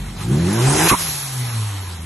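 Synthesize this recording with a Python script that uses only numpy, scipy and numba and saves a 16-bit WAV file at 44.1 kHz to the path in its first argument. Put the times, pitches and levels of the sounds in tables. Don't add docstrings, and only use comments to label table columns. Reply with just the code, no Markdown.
import sys
import numpy as np
from scipy import signal
from scipy.fft import rfft, irfft
from scipy.io import wavfile
from scipy.ndimage import uniform_filter1d
from numba import njit

SR = 44100
rng = np.random.default_rng(int(sys.argv[2]) if len(sys.argv) > 2 else 0)


def generate_wav(signal):
    frames = np.transpose(np.atleast_2d(signal))
    scaled = np.clip(frames, -1, 1) * 32767
    pcm = np.round(scaled).astype(np.int16)
    wavfile.write(sys.argv[1], SR, pcm)


def gain_from_db(level_db):
    decades = np.asarray(level_db, float) / 20
    return 10 ** decades


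N = 90404
OPEN_S, SHUT_S = 0.18, 0.88


def across(table, hz):
    table = np.array(table, float)
    return np.interp(np.log(hz + 1), np.log(table[:, 0] + 1), table[:, 1])


def over_time(t, table):
    return np.interp(t, *np.array(table, float).T)


def colour(x, gain):
    return irfft(rfft(x) * gain(np.fft.rfftfreq(N, 1 / SR)), N)


def unit(x):
    return x / np.sqrt(np.mean(x ** 2))


def hiss():
    return rng.standard_normal((2, N))


def noise(gain):
    return unit(colour(rng.standard_normal(N), gain))


def walk(rate):
    k = int(SR / rate)
    levels = np.repeat(rng.standard_normal(N // k + 1), k)
    return 1.38 * uniform_filter1d(uniform_filter1d(levels, k), k)[:N]


def shape(t, start, attack, hold, release):
    rise = np.clip((t - start) / attack, 0, 1)
    return rise * np.exp(-np.maximum(t - start - attack - hold, 0) / release)


@njit
def svf(x, hz, width):
    y, band, low = np.empty(len(x)), 0., 0.
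    for i in range(len(x)):
        g, k = np.tan(np.pi * hz[i] / SR), width / hz[i]
        v = (band + g * (x[i] - low)) / (1 + g * (g + k))
        band, low, y[i] = 2 * v - band, low + 2 * g * v, k * v
    return y


def rumble(t):
    db = -36 + 6.5 * shape(t, 0.598, 0.16, 0.14, .01)
    db = db - 7 * np.clip((t - 1.1) / 0.15, 0, 1)
    level = gain_from_db(db + 2.3 * walk(10.5))
    return level * noise(lambda f: f ** 4 / (f ** 4 + 60 ** 4) / (1 + (f / 119) ** 2))


def exhaust(t, turns, hz):
    # time in s, level of the firing tone in dB.
    firing_tone = [(0.0, -29.5), (0.2, -39.5), (0.45, -22.5), (0.508, -26.5), (0.6, -17.5), (0.66, -12.5),
                   (0.715, -15), (0.76, -31.5), (0.85, -18.5), (0.9, -37), (1.2, -35), (1.31, -29.5),
                   (1.42, -20), (1.5, -28), (1.58, -20.5), (1.75, -26.5), (1.89, -31.5), (2.05, -29.5)]
    # frequency in Hz, overtone level in dB relative to the firing tone.
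    tailpipe = [(160, -10), (178, -13), (198, -32), (228, -18), (255, -22), (275, -31), (300, -18),
                (322, -34)]
    overtones = 0
    for k in range(2, 5):
        level = gain_from_db(across(tailpipe, k * hz) + 0.99 * walk(13.68))
        overtones = overtones + level * np.sin(2 * np.pi * k * turns)
    note = np.sin(2 * np.pi * turns) + (t > SHUT_S) * overtones
    tone_db = uniform_filter1d(over_time(t, firing_tone), size=900)
    return np.sqrt(2) * gain_from_db(tone_db + 0.6 * walk(30.1)) * note


def intake(t, turns, hz):
    # resonance in Hz, width in Hz, level in dB.
    resonances = [(133, 63, 3), (231, 51, -6.5), (288, 102, -11.5), (382, 35, -1.5), (420, 53, -15)]
    f = np.arange(1, 4000.)
    tract = 0
    for k, (centre, width, db) in enumerate(resonances):
        tract = tract + (-1) ** k * gain_from_db(db) / (1 + 1j * (f ** 2 - centre ** 2) / f / width)
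    idle_dull_hz = 240
    nearly_shut = np.clip((OPEN_S + 0.045 - t) / 0.041, 0, 1)
    ring = 0
    for order in np.arange(1.5, 10.5, .5):
        half_order_db = -14 * (order % 1 > 0)
        db = half_order_db - 1.5 * (order - 2) + 0.61 * np.sqrt(order) * walk(29.05)
        db = db - 14 * nearly_shut * (order * hz > idle_dull_hz)
        cycles = order * turns + 0.028 * order * walk(39.85)
        response = np.interp(order * hz, f, tract)
        ring = ring + gain_from_db(db) * np.real(response * np.exp(2j * np.pi * cycles))
    plate_db = np.interp(t, [OPEN_S, OPEN_S + 0.14, SHUT_S, SHUT_S + 0.0067], [-20.5, 0, 0, -38])
    return np.sqrt(2) * ring * gain_from_db(-18.5 + plate_db)


def air(t, turns, flow_db):
    # frequency in Hz, level on boost in dB per Hz.
    rush = [(240, -15), (400, 3), (547, -14.5), (748, -1), (4690, -16.5), (5730, -10), (9970, -16),
            (11000, -1), (12000, -25), (15600, -65), (22000, -120)]
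    # frequency in Hz, level on the overrun in dB per Hz.
    coast = [(250, -11), (340, -6.5), (600, -11), (850, 0), (1660, -5.5), (4000, -7.5), (5500, -13),
             (11800, -8.5)]
    boost = np.interp(t, [OPEN_S, .4, .75, .95, .97], [0.24, 0.46, 0.98, 0.9, 0])
    shutting = shape(t, SHUT_S, 0.0025, 0.066, .02)
    idling = np.clip((OPEN_S + 0.024 - t) / 0.065, 0, 1)
    out, swell = 0, walk(12.35)
    for hz in 250 * 2 ** np.arange(0, 5.7, 1 / 3):
        band = unit(colour(hiss(), lambda f: np.exp(-(np.log2(f / hz + 1e-9) * 4.14) ** 2)))
        rush_db = across(rush, hz) - across(rush, 4060.0) + 1
        coast_db = across(coast, hz) - across(coast, 4060.0) + 2.5
        bandwidth_db = 10 * np.log10(hz * 0.22 / 10200.0)
        db = boost * rush_db + (1 - boost) * coast_db + bandwidth_db
        db = db - 11 * shutting / (1 + (hz / 1140) ** 4)
        db = db - 4 * idling / (1 + (hz / 650) ** 6)
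        out = out + band * gain_from_db(db + 1.4 * walk(31.9) + 0.42 * swell)
    return out * gain_from_db(flow_db) * (1 + 0.1 * np.cos(2 * np.pi * turns))


def spool(t, flow_db, path, width_hz):
    time, centre_hz, level_db = np.array(path, float).T
    hz, width = np.interp(t, time, centre_hz), 1. * width_hz
    band = np.array([svf(svf(v, hz, width), hz, width) for v in hiss()])
    silent = (t < time[0]) | (t > time[-1] + .35)
    db = flow_db + np.interp(t, time, level_db) - 60 * silent
    return unit(band) * gain_from_db(db + 2.04 * walk(44.5))


def puffs(t):
    # start in s, length in s, level in dB, top frequency in Hz.
    thuds = [
        (.911, 0.023, -15, 520),
        (.926, 0.0062, -21, 460),
        (.912, 0.0123, -18, 220),
        (.936, 0.012, -23, 240),
        (.998, 0.079, -43, 114),
        (0.68, 0.013, -23, 230),
    ]
    out = 0
    for start, length, db, top_hz in thuds:
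        thud = noise(lambda f: f ** 2 / (f ** 2 + 55 ** 2) / np.sqrt(f + 80) / (1 + (f / top_hz) ** 4))
        out = out + gain_from_db(db) * thud * shape(t, start, 0.0031, length, 0.002)
    return out


def breath(hz, width):
    return unit(colour(hiss(), lambda f: 1 / (1 + ((f - hz) / width) ** 2)))


def spit(t):
    jet = unit(colour(hiss(), lambda f: f / (f + 1500) / (1 + (f / 7000) ** 2) ** 0.22))
    return gain_from_db(-14.5) * jet * shape(t, 0.882, 0.0071, 0.014, 0.0048)


def hoot(t):
    start, level_db = 0.897, -12
    hz = 1240 - 5100 * np.clip(t - start, 0, .045) + 45 * walk(300)
    phase = 2 * np.pi * np.cumsum(hz) / SR
    rough_level = gain_from_db(2.0 * walk(260) - 220 * np.abs(t - start - .016))
    out = rough_level * np.sin(phase) * shape(t, start, 0.019, 0.028, 0.0065)
    out = out + gain_from_db(-13.5) * breath(2128, 47) * shape(t, .916, .004, 0.021, .008)
    out = out + gain_from_db(-10.5) * breath(1080, 160) * shape(t, start, 0.0088, 0.044, 0.0088)
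    chuff = breath(1760, 1000) * shape(t, .892, 0.0033, 0.029, 0.0044)
    out = out + gain_from_db(-28 - level_db) * chuff
    return np.sqrt(2) * gain_from_db(level_db) * out


def leak(t):
    start, flutter_hz = 0.96, 17.02
    out = breath(5960, 2200) * shape(t, start, 0.023, 0.082, 0.33)
    return gain_from_db(-29) * out * (1 + 0.087 * np.sin(2 * np.pi * flutter_hz * (t - start)))


def scene():
    # time in s, firing rate in Hz.
    speed = [(0.0, 47.85), (0.15, 46.53), (0.2, 47.75), (0.3, 62.65), (0.48, 94.57), (0.56, 113.1),
             (0.62, 124.2), (0.71, 141.7), (0.87, 169), (0.97, 170.6), (1.04, 161.8), (1.09, 154.4),
             (1.17, 142), (1.45, 122), (1.62, 107.8), (1.65, 106.5), (2.0, 81.3), (2.05, 80.06)]
    # time in s, air flow level in dB.
    flow = [(0.0, -41.5), (0.15, -44), (0.22, -35), (0.27, -40), (0.66, -27.5), (0.88, -23), (0.89, -20.5),
            (0.93, -26.5), (0.97, -32), (1.0, -30), (1.07, -32), (1.28, -37), (1.57, -34.5), (2.05, -42.5)]
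    # time in s, centre in Hz, level over the flow in dB.
    blades = [(0.449, 4403, -19), (.6, 6400, -32), (0.682, 8430, 1.5), (.8, 11000, -1), (.9, 11100, -0.5),
              (1.1, 11190, 5), (1.4, 10840, -0.5), (1.7, 11230, -9.5)]
    # time in s, centre in Hz, level over the flow in dB.
    tips = [(.5, 10200, -33), (.535, 10600, 3), (.56, 11300, -6), (.62, 11200, -12.5), (.7, 11200, -17),
            (.76, 11100, -28)]
    # frequency in Hz, side level relative to mid in dB.
    side_db = [(100, -62), (200, -89), (330, -11.5), (640, 0.5), (1200, -16.5), (3000, -2.5), (8000, -2.5),
               (12000, -3.5)]
    # frequency in Hz, share of mid leaking into side (a ratio).
    lean = [(200, 0), (350, 0.2), (640, -0.53), (1160, -0.2), (2000, -0.014)]
    # low edge in Hz, high edge in Hz.
    alike = [(1500, 2050), (5650, 6900), (11700, 12500)]
    t = np.arange(N) / SR
    hz, flow_db = over_time(t, speed), over_time(t, flow)
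    turns = np.cumsum(hz) / SR
    low_end = exhaust(t, turns, hz) + rumble(t) + puffs(t)
    wide = air(t, turns, flow_db) + intake(t, turns, hz)
    wide = wide + spool(t, flow_db, blades, width_hz=1900) + spool(t, flow_db, tips, width_hz=1500)
    mid, side = wide + spit(t) + hoot(t) + leak(t)
    side = colour(np.roll(side, 60), lambda f: gain_from_db(across(side_db, f)))
    side = side + colour(mid, lambda f: across(lean, f))
    side = colour(side, lambda f: 1 - sum((f > lo) & (f < hi) for lo, hi in alike))
    mid = mid + low_end
    return np.array([mid + side, mid - side])


def starve(mid):
    # low edge in Hz, high edge in Hz, number of slices, readiness to drop from 0 to 2.
    starved = [(2400, 3600, 6, .1), (6600, 7000, 2, .4), (7700, 10300, 4, .35)]
    rate = 34
    for lo, hi, slices, readiness in starved:
        edges, shared = np.linspace(lo, hi, slices + 1), walk(rate)
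        for a, b in zip(edges, edges[1:]):
            hunger = .5 * shared + .85 * walk(rate) + readiness - 1.5
            mid = mid - np.clip(2 * hunger, 0, 1) * colour(mid, lambda f: (f > a) & (f <= b))
    return mid


def empty_bands(mid):
    # start in s, end in s, low edge in Hz, high edge in Hz.
    gaps = [(0, .135, 4750, 5150), (.06, .09, 4450, 4750), (.2, .23, 4450, 4750), (.32, .345, 4750, 5150),
            (.43, .475, 4750, 5150), (.56, .6, 4300, 5150), (.79, .855, 4250, 4750), (.92, .97, 4300, 5150),
            (1.08, 1.15, 4750, 5150), (1.19, 1.525, 4750, 5150), (1.57, 1.7, 4750, 5150),
            (1.73, 1.88, 4750, 5150), (1.97, 2.015, 4250, 5150), (1.5, 1.525, 4450, 4750),
            (.02, .045, 9100, 10300), (.085, .265, 9750, 10300), (.14, .19, 9100, 9750),
            (.175, .21, 7700, 8800), (.27, .295, 7700, 8200), (.35, .41, 9000, 9650),
            (.37, .43, 7700, 9000), (.53, .57, 8200, 9750), (.53, .64, 7700, 8200), (.53, .67, 9750, 10300),
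            (.76, .87, 9750, 10300), (.78, .8, 9200, 9750), (.855, .895, 8200, 8900),
            (.855, .94, 7700, 8200), (.98, 1.01, 9750, 10300), (1.04, 1.09, 7700, 8800),
            (1.06, 1.13, 8600, 9750), (1.11, 1.19, 9750, 10300), (1.44, 1.53, 7700, 8200),
            (1.48, 1.525, 8200, 9750), (1.51, 1.535, 9750, 10300), (1.67, 1.69, 9750, 10300),
            (1.73, 1.78, 9100, 9750), (1.74, 2.05, 9750, 10300), (1.82, 1.87, 7700, 9100),
            (1.83, 1.92, 9100, 9750), (.41, .6, 11750, 12000), (.67, .8, 11650, 12000),
            (.93, 1.2, 11750, 12000), (1.47, 2.05, 11700, 12000)]
    edge_s, pad_s, pad_hz = .012, .011, 50
    t = np.arange(N) / SR
    f, spectrum = np.fft.rfftfreq(N, 1 / SR), rfft(mid)
    edges = sorted({hz for row in gaps for hz in (row[2] - pad_hz, row[3] + pad_hz)})
    for a, b in zip(edges, edges[1:]):
        empty = np.zeros(N)
        for start, end, lo, hi in gaps:
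            if lo - pad_hz <= a and b <= hi + pad_hz:
                inside_s = np.minimum(t - start, end - t) + pad_s
                empty = empty + np.clip(inside_s / edge_s + 1, 0, 1)
        fade = np.sin(np.pi / 2 * np.clip(empty, 0, 1)) ** 2
        mid = mid - fade * irfft(spectrum * ((f > a) & (f <= b)), N)
    return mid


def roll_off(x):
    return signal.sosfilt(signal.butter(12, 12970, fs=SR, output="sos"), x)


def record(dry):
    rounded = dry / (1 + (dry / .97) ** 4) ** .25
    left, right = colour(rounded, lambda f: f < 11950)
    mid, side = (left + right) / 2, (left - right) / 2
    mid = empty_bands(starve(mid))
    return roll_off(np.array([mid + side, mid - side]))


dry = scene()
out = record(dry)
generate_wav(out)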